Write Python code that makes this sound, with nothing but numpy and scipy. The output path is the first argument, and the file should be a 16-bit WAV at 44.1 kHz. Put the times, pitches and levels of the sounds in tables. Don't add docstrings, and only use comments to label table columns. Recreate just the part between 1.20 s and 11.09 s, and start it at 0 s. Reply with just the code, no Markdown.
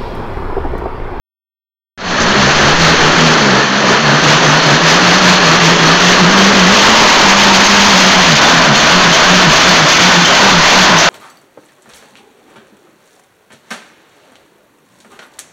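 import sys
import numpy as np
from scipy import signal
from scipy.fft import rfft, irfft, next_fast_len
from scipy.io import wavfile
from scipy.ndimage import map_coordinates

SR = 44100
rng = np.random.default_rng(int(sys.argv[2]) if len(sys.argv) > 2 else 0)


def master_out(mix):
    frames = np.transpose(np.atleast_2d(mix))
    ceiling = np.clip(frames, -1, 1)
    pcm = np.round(ceiling * 32767).astype(np.int16)
    wavfile.write(sys.argv[1], SR, pcm)


N = 436149

# time_s, roar_db, rattle_db
BELT_EFFORT = [(.8, -8.5, -22), (.96, -11.5, -21), (1.25, -10, -19), (1.65, -9.5, -19.5), (2.0, -9, -17),
               (2.3, -9.5, -15), (2.55, -12, -21), (3.05, -10, -18.5), (3.4, -10, -19.5), (4.2, -10, -17.5),
               (5.3, -7, -12), (5.8, -6, -8), (6.8, -8, -9.5), (7.0, -4.5, -8), (7.4, -6, -9.5),
               (8.1, -5, -8), (9.89, -4.5, -8.5)]
# start_s, pitch_hz, drone_db, surge_db
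TROT_STEPS = [(.95, 120, -22.5, -3), (1.135, 135.8, -15, 1.5), (1.345, 146, -19.5, 0.5),
              (1.56, 167, -14.5, 6.5), (1.77, 155, -18, 0), (1.945, 160.4, -14.5, 1),
              (2.16, 134, -19, -5.5), (2.44, 127.6, -24, -2), (2.6, 125.3, -20.5, 0.5),
              (2.815, 146.7, -13.5, -1), (3.015, 152.7, -14, 5.5), (3.205, 151.5, -16.5, 2.5),
              (3.42, 147.7, -14.5, 4), (3.605, 163.6, -14, 7.5), (3.8, 177.8, -14.5, 5),
              (4.005, 185, -11.5, 7.5), (4.195, 163.6, -14, 3), (4.385, 167.8, -12.5, 4.5),
              (4.575, 164, -12.5, -0.5), (4.78, 178.2, -13.5, 2.5), (4.97, 180, -9.5, -1.5),
              (5.125, 197.9, -9.5, -1), (5.335, 184, -9.5, 0), (5.55, 214, -16.5, 0),
              (5.79, 225.4, -22, -2), (5.99, 189, -15.5, -3.5), (6.18, 194, -13, -1),
              (6.48, 198.7, -12.5, -0.5), (6.68, 190.5, -12.5, -0.5)]
# start_s, pitch_hz, drone_db, tread_length_s, pitch_drop_hz, rattle_muting_db
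GALLOP_STRIDES = [(6.925, 186, -14, 0.13, 37, -0.5), (7.295, 166, -14.5, .14, 42, 9.5),
                  (7.695, 180, -13, .13, 20, 5), (8.075, 186, -10, .13, 29.4, 2.5),
                  (8.43, 180, -14, .13, 28, 6), (8.8, 178, -11.5, 0.131, 15.84, 3),
                  (9.2, 197, -12.5, .11, 28, 2), (9.53, 188, -13, 0.14, 22.4, 5)]

def gait(free_pitch_hz=220, sag_share=.42, max_sag_hz=22, step_lift_db=3, braking_dip_db=2):
    t, edges = clock(), step_edges()
    middles = list((edges[:-1] + edges[1:]) / 2)
    middles += [start + length / 2 for start, _, _, length, *_ in GALLOP_STRIDES]
    pitch = np.interp(t, middles, [row[1] for row in TROT_STEPS + GALLOP_STRIDES])
    roar_db, rattle_db = curves(BELT_EFFORT)
    for (start, hz, _, surge_db), end in zip(TROT_STEPS, edges[1:]):
        step = slice(round(start * SR), round(end * SR))
        weight = np.sin(np.pi * (t[step] - start) / (end - start))
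        sag_hz = np.clip(sag_share * (free_pitch_hz - hz), 0, max_sag_hz)
        pitch[step] -= sag_hz * (weight - np.pi / 4)
        press = np.abs(weight) ** .7
        roar_db[step] += (step_lift_db + .25 * surge_db) * press
        rattle_db[step] += (step_lift_db + surge_db) * press
    for start, _, _, length, drop_hz, muting_db in GALLOP_STRIDES:
        end = start + 2 * length
        slowed = hump(end, length_s=.3)
        pinned = hump(end - length / 2, length_s=.13)
        sprung = hump(end + .043, length_s=.14)
        pitch -= drop_hz * slowed
        roar_db -= braking_dip_db * slowed
        rattle_db += .5 * sprung - muting_db * pinned
    return pitch, roar_db, rattle_db

def step_edges():
    return np.array([row[0] for row in TROT_STEPS + GALLOP_STRIDES[:1]])

def treads(braking_db=-1.3):
    rows = [(start, end, db) for (start, _, db, _), end in zip(TROT_STEPS, step_edges()[1:])]
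    for start, _, db, length, *_ in GALLOP_STRIDES:
        rows.append((start, start + length, db))
        rows.append((start + length, start + 2 * length, db + braking_db))
    return rows

# pitch_hz, level_db
DECK_TONE = [(90, -24), (125, -8.5), (230, -2.5), (320, -3.5), (470, -6), (600, -1), (740, -3), (1150, -1),
             (1750, -2), (2200, -10), (3200, -10), (6000, -25)]
# pitch_hz, level_db
SLAT_TONE = [(900, -28), (1900, 6), (2400, 6), (3200, 6), (3850, 2.5), (4400, 3.5), (5300, -0.5), (6400, 1),
             (7400, -3), (7800, -11)]
# start_s, end_s, pitch_hz, width_hz, level_db (compared with the deck)
FRAME_NOTES = [(.7, 1.64, 70, 12, -19.5), (.7, 6.1, 410, 125, -10), (.7, 5.4, 1750, 140, -15),
               (3.8, 6.2, 1143, 126, -12), (.7, 5.6, 5520, 70, -29), (5.6, 7.1, 930, 123, -7),
               (7.1, 10, 1010, 110, -10), (7.1, 10, 1505, 62, -12), (7.1, 10, 670, 110, -12),
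               (7.1, 10, 3520, 26, -15), (.7, 11, 4290, 230, -13.5), (.7, 10, 6080, 190, -19.5)]

def belt(roar_db, rattle_db, flutter_db=1.1, flare_db=1.8):
    deck = unit(coloured(clatter(per_s=1700, decay_s=.14, spread_db=2), DECK_TONE))
    frame = np.zeros(N)
    for start, end, hz, width_hz, db in FRAME_NOTES:
        gain = amp(db + flare_db * wobble(per_s=7)) * gate(clock(), start, end, edge_s=.12)
        frame += gain * ringing(rng.standard_normal(N), hz, width_hz)
    slats = unit(coloured(clatter(per_s=1200, decay_s=.05, spread_db=2.5), SLAT_TONE))
    roar = amp(roar_db - 1.25 + flutter_db * wobble(per_s=18)) * (deck + frame)
    rattle = amp(rattle_db + flutter_db * wobble(per_s=18)) * slats
    return roar + rattle

def belt_load(pitch, boost_db=7, edge_s=.07, ends_db=-5, idle_db=-23):
    t, load = clock(), np.zeros(N)
    for start, end, db in treads():
        near = slice(round((start - edge_s) * SR), round((end + edge_s) * SR))
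        weight = np.sin(np.pi * np.clip((t[near] - start) / (end - start), 0, 1))
        gap_s = .018 * np.clip((220 - pitch[round(start * SR)]) / 50, 0, 1.5)
        paw_down = gate(t[near], start + gap_s, end - gap_s, edge_s)
        load[near] += paw_down * amp(db + boost_db + ends_db * (1.5 - weight))
    return np.maximum(load, amp(idle_db))

# pitch_hz, gain_db
DRONE_TONE = [(120, -7.5), (148, 1), (200, 1), (238, 0.5), (275, -14.5), (400, -12.5)]
# time_s, gain_db
FIFTH_SWELL = [(1.25, 1.5), (1.6, -9), (2.0, -1), (2.3, 3), (2.7, 0.5), (3.1, -7), (3.5, -6), (3.7, 2),
               (4.0, -16), (6.8, -13), (7.2, 1), (8.0, -1), (8.5, -16)]

def drone(pitch, waver_hz=3.8, rough_db=1.5, fifth_waver_db=3, between_treads_db=-26):
    load = belt_load(pitch)
    phase = 2 * np.pi * np.cumsum(pitch + waver_hz * wobble(per_s=40)) / SR
    main, fifth, octave = [amp(np.interp(ratio * pitch, *np.transpose(DRONE_TONE))) * np.sin(ratio * phase)
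                           for ratio in (1, 1.5, 2)]
    fifth_gain = amp(curves(FIFTH_SWELL)[0] + fifth_waver_db * wobble(per_s=11))
    fifth_gain *= load / 2 + amp(between_treads_db)
    roughness = amp(rough_db * wobble(per_s=60))
    return roughness * (load * (main + octave) + fifth_gain * fifth)

def paws(thud_db=-6, decay_s=.39, pitch_hz=240, width_hz=150):
    landings = np.zeros(N)
    for start, _, db in treads():
        landings[round(start * SR)] += amp(db + thud_db)
    dying_away = amp(-60 * np.arange(SR // 2) / SR / decay_s)
    force = signal.fftconvolve(landings, dying_away)[:N]
    low_noise = ringing(rng.standard_normal(N), pitch_hz, width_hz)
    return force * ringing(low_noise, pitch_hz, width_hz)

# pitch_hz, width_hz, level_db
LINK_NOTES = [(4830, 170, -8), (5630, 660, -5), (6200, 590, -2)]
# start_s, level_db, ping_pitch_hz, ping_db (compared with the other links)
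CHAIN_TUGS = [(.998, -16.5, 6100, -7), (3.08, -21, 6100, -6), (4.84, -17, 6200, -8), (5.17, -16, 3180, 4),
              (6.08, -11, 6300, -9), (6.44, -12, 6300, -9), (7.55, -16, 4300, 4), (7.925, -8.5, 3130, -4),
              (8.32, -11, 6200, -9), (8.48, -16, 4400, 4), (8.68, -8, 6150, -10), (9.045, -8.5, 3100, .5),
              (9.62, -13, 6300, -9), (9.78, -13, 6000, -9)]

def chain(decay_s=.19, ping_decay_s=.31, rise_s=.01):
    ticks = clatter(per_s=500, decay_s=.02, spread_db=3)
    links = unit(sum(amp(db) * ringing(ticks, hz, width_hz) for hz, width_hz, db in LINK_NOTES))
    clinks = np.zeros(N)
    for start, db, hz, ping_db in CHAIN_TUGS:
        age = clock() - start
        fading_s = np.maximum(age - rise_s, 0)
        jingle = amp(-60 * fading_s / decay_s) * links
        ping = amp(ping_db - 60 * fading_s / ping_decay_s) * ringing(ticks, hz, width_hz=hz / 50)
        clinks += np.clip(age / rise_s, 0, 1) * amp(db) * (jingle + ping)
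    return clinks

# time_s, level_db
FLOOR_SHAKE = [(.8, -21), (1.3, -28), (1.55, -18), (1.9, -23), (2.55, -48), (3.3, -37.5), (5.3, -31.5),
               (6.4, -28), (7.5, -33), (8.3, -24), (9.05, -51), (9.3, -23), (9.89, -33)]
# pitch_hz, level_db
FLOOR_TONE = [(15, 22), (40, -13), (70, 16.5), (100, 9.5), (160, -38), (400, -68)]

def rumble():
    return amp(curves(FLOOR_SHAKE)[0]) * unit(coloured(rng.standard_normal(N), FLOOR_TONE))

def clatter(per_s, decay_s, spread_db):
    knocks = (rng.random(N) < per_s / SR) * amp(spread_db * rng.standard_normal(N))
    dying_away = amp(-60 * np.arange(SR // 4) / SR / decay_s)
    energy = np.abs(signal.fftconvolve(knocks ** 2, dying_away ** 2)[:N])
    return unit(np.sqrt(energy) * rng.standard_normal(N))

def ringing(x, hz, width_hz):
    return unit(filtered(x, lambda f: 1j * f * width_hz / (hz * hz - f * f + 1j * f * width_hz)))

def coloured(x, points):
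    f, db = np.transpose(points)
    return filtered(x, lambda hz: amp(np.interp(np.log(hz + 1), np.log(f + 1), db)))

def filtered(x, response):
    size = next_fast_len(N + SR // 2)
    return irfft(rfft(x, size) * response(np.fft.rfftfreq(size, 1 / SR)), size)[:N]

def wobble(per_s):
    return map_coordinates(rng.standard_normal(int(N * per_s / SR) + 4), [np.arange(N) * per_s / SR])

def hump(centre_s, length_s):
    return np.cos(np.pi * np.clip((clock() - centre_s) / length_s, -.5, .5)) ** 2

def gate(t, start, end, edge_s):
    return np.sin(np.pi / 2 * np.clip(np.minimum(t - start, end - t) / edge_s + .5, 0, 1)) ** 2

def curves(rows):
    times, *columns = np.transpose(rows)
    return [np.interp(clock(), times, column) for column in columns]

def clock():
    return np.arange(N) / SR

def amp(db):
    return 10 ** (np.asarray(db) / 20)

def unit(x):
    return x / np.sqrt(np.mean(x ** 2) + 1e-20)

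def scene():
    pitch, roar_db, rattle_db = gait()
    return (belt(roar_db, rattle_db) + drone(pitch) + paws() + rumble() + chain())[None]

# pitch_hz, gain_db
MICROPHONE_TONE = [(6200, 0), (6900, -3), (7400, -10), (8000, -19), (8600, -30), (9500, -60)]

def record(dry, clip_level=.66, ceiling=.695, hardness=45, top_hz=15800):
    fade_in = np.interp(clock(), [.776, 1.03], [.07, 1], left=0)
    clipped = np.clip(dry[0], -clip_level, clip_level)
    dulled = fade_in * coloured(clipped, MICROPHONE_TONE)
    shaved = dulled / (1 + np.abs(dulled / ceiling) ** hardness) ** (1 / hardness)
    return filtered(shaved, lambda hz: hz < top_hz)[None]

dry = scene()
out = record(dry)
master_out(out)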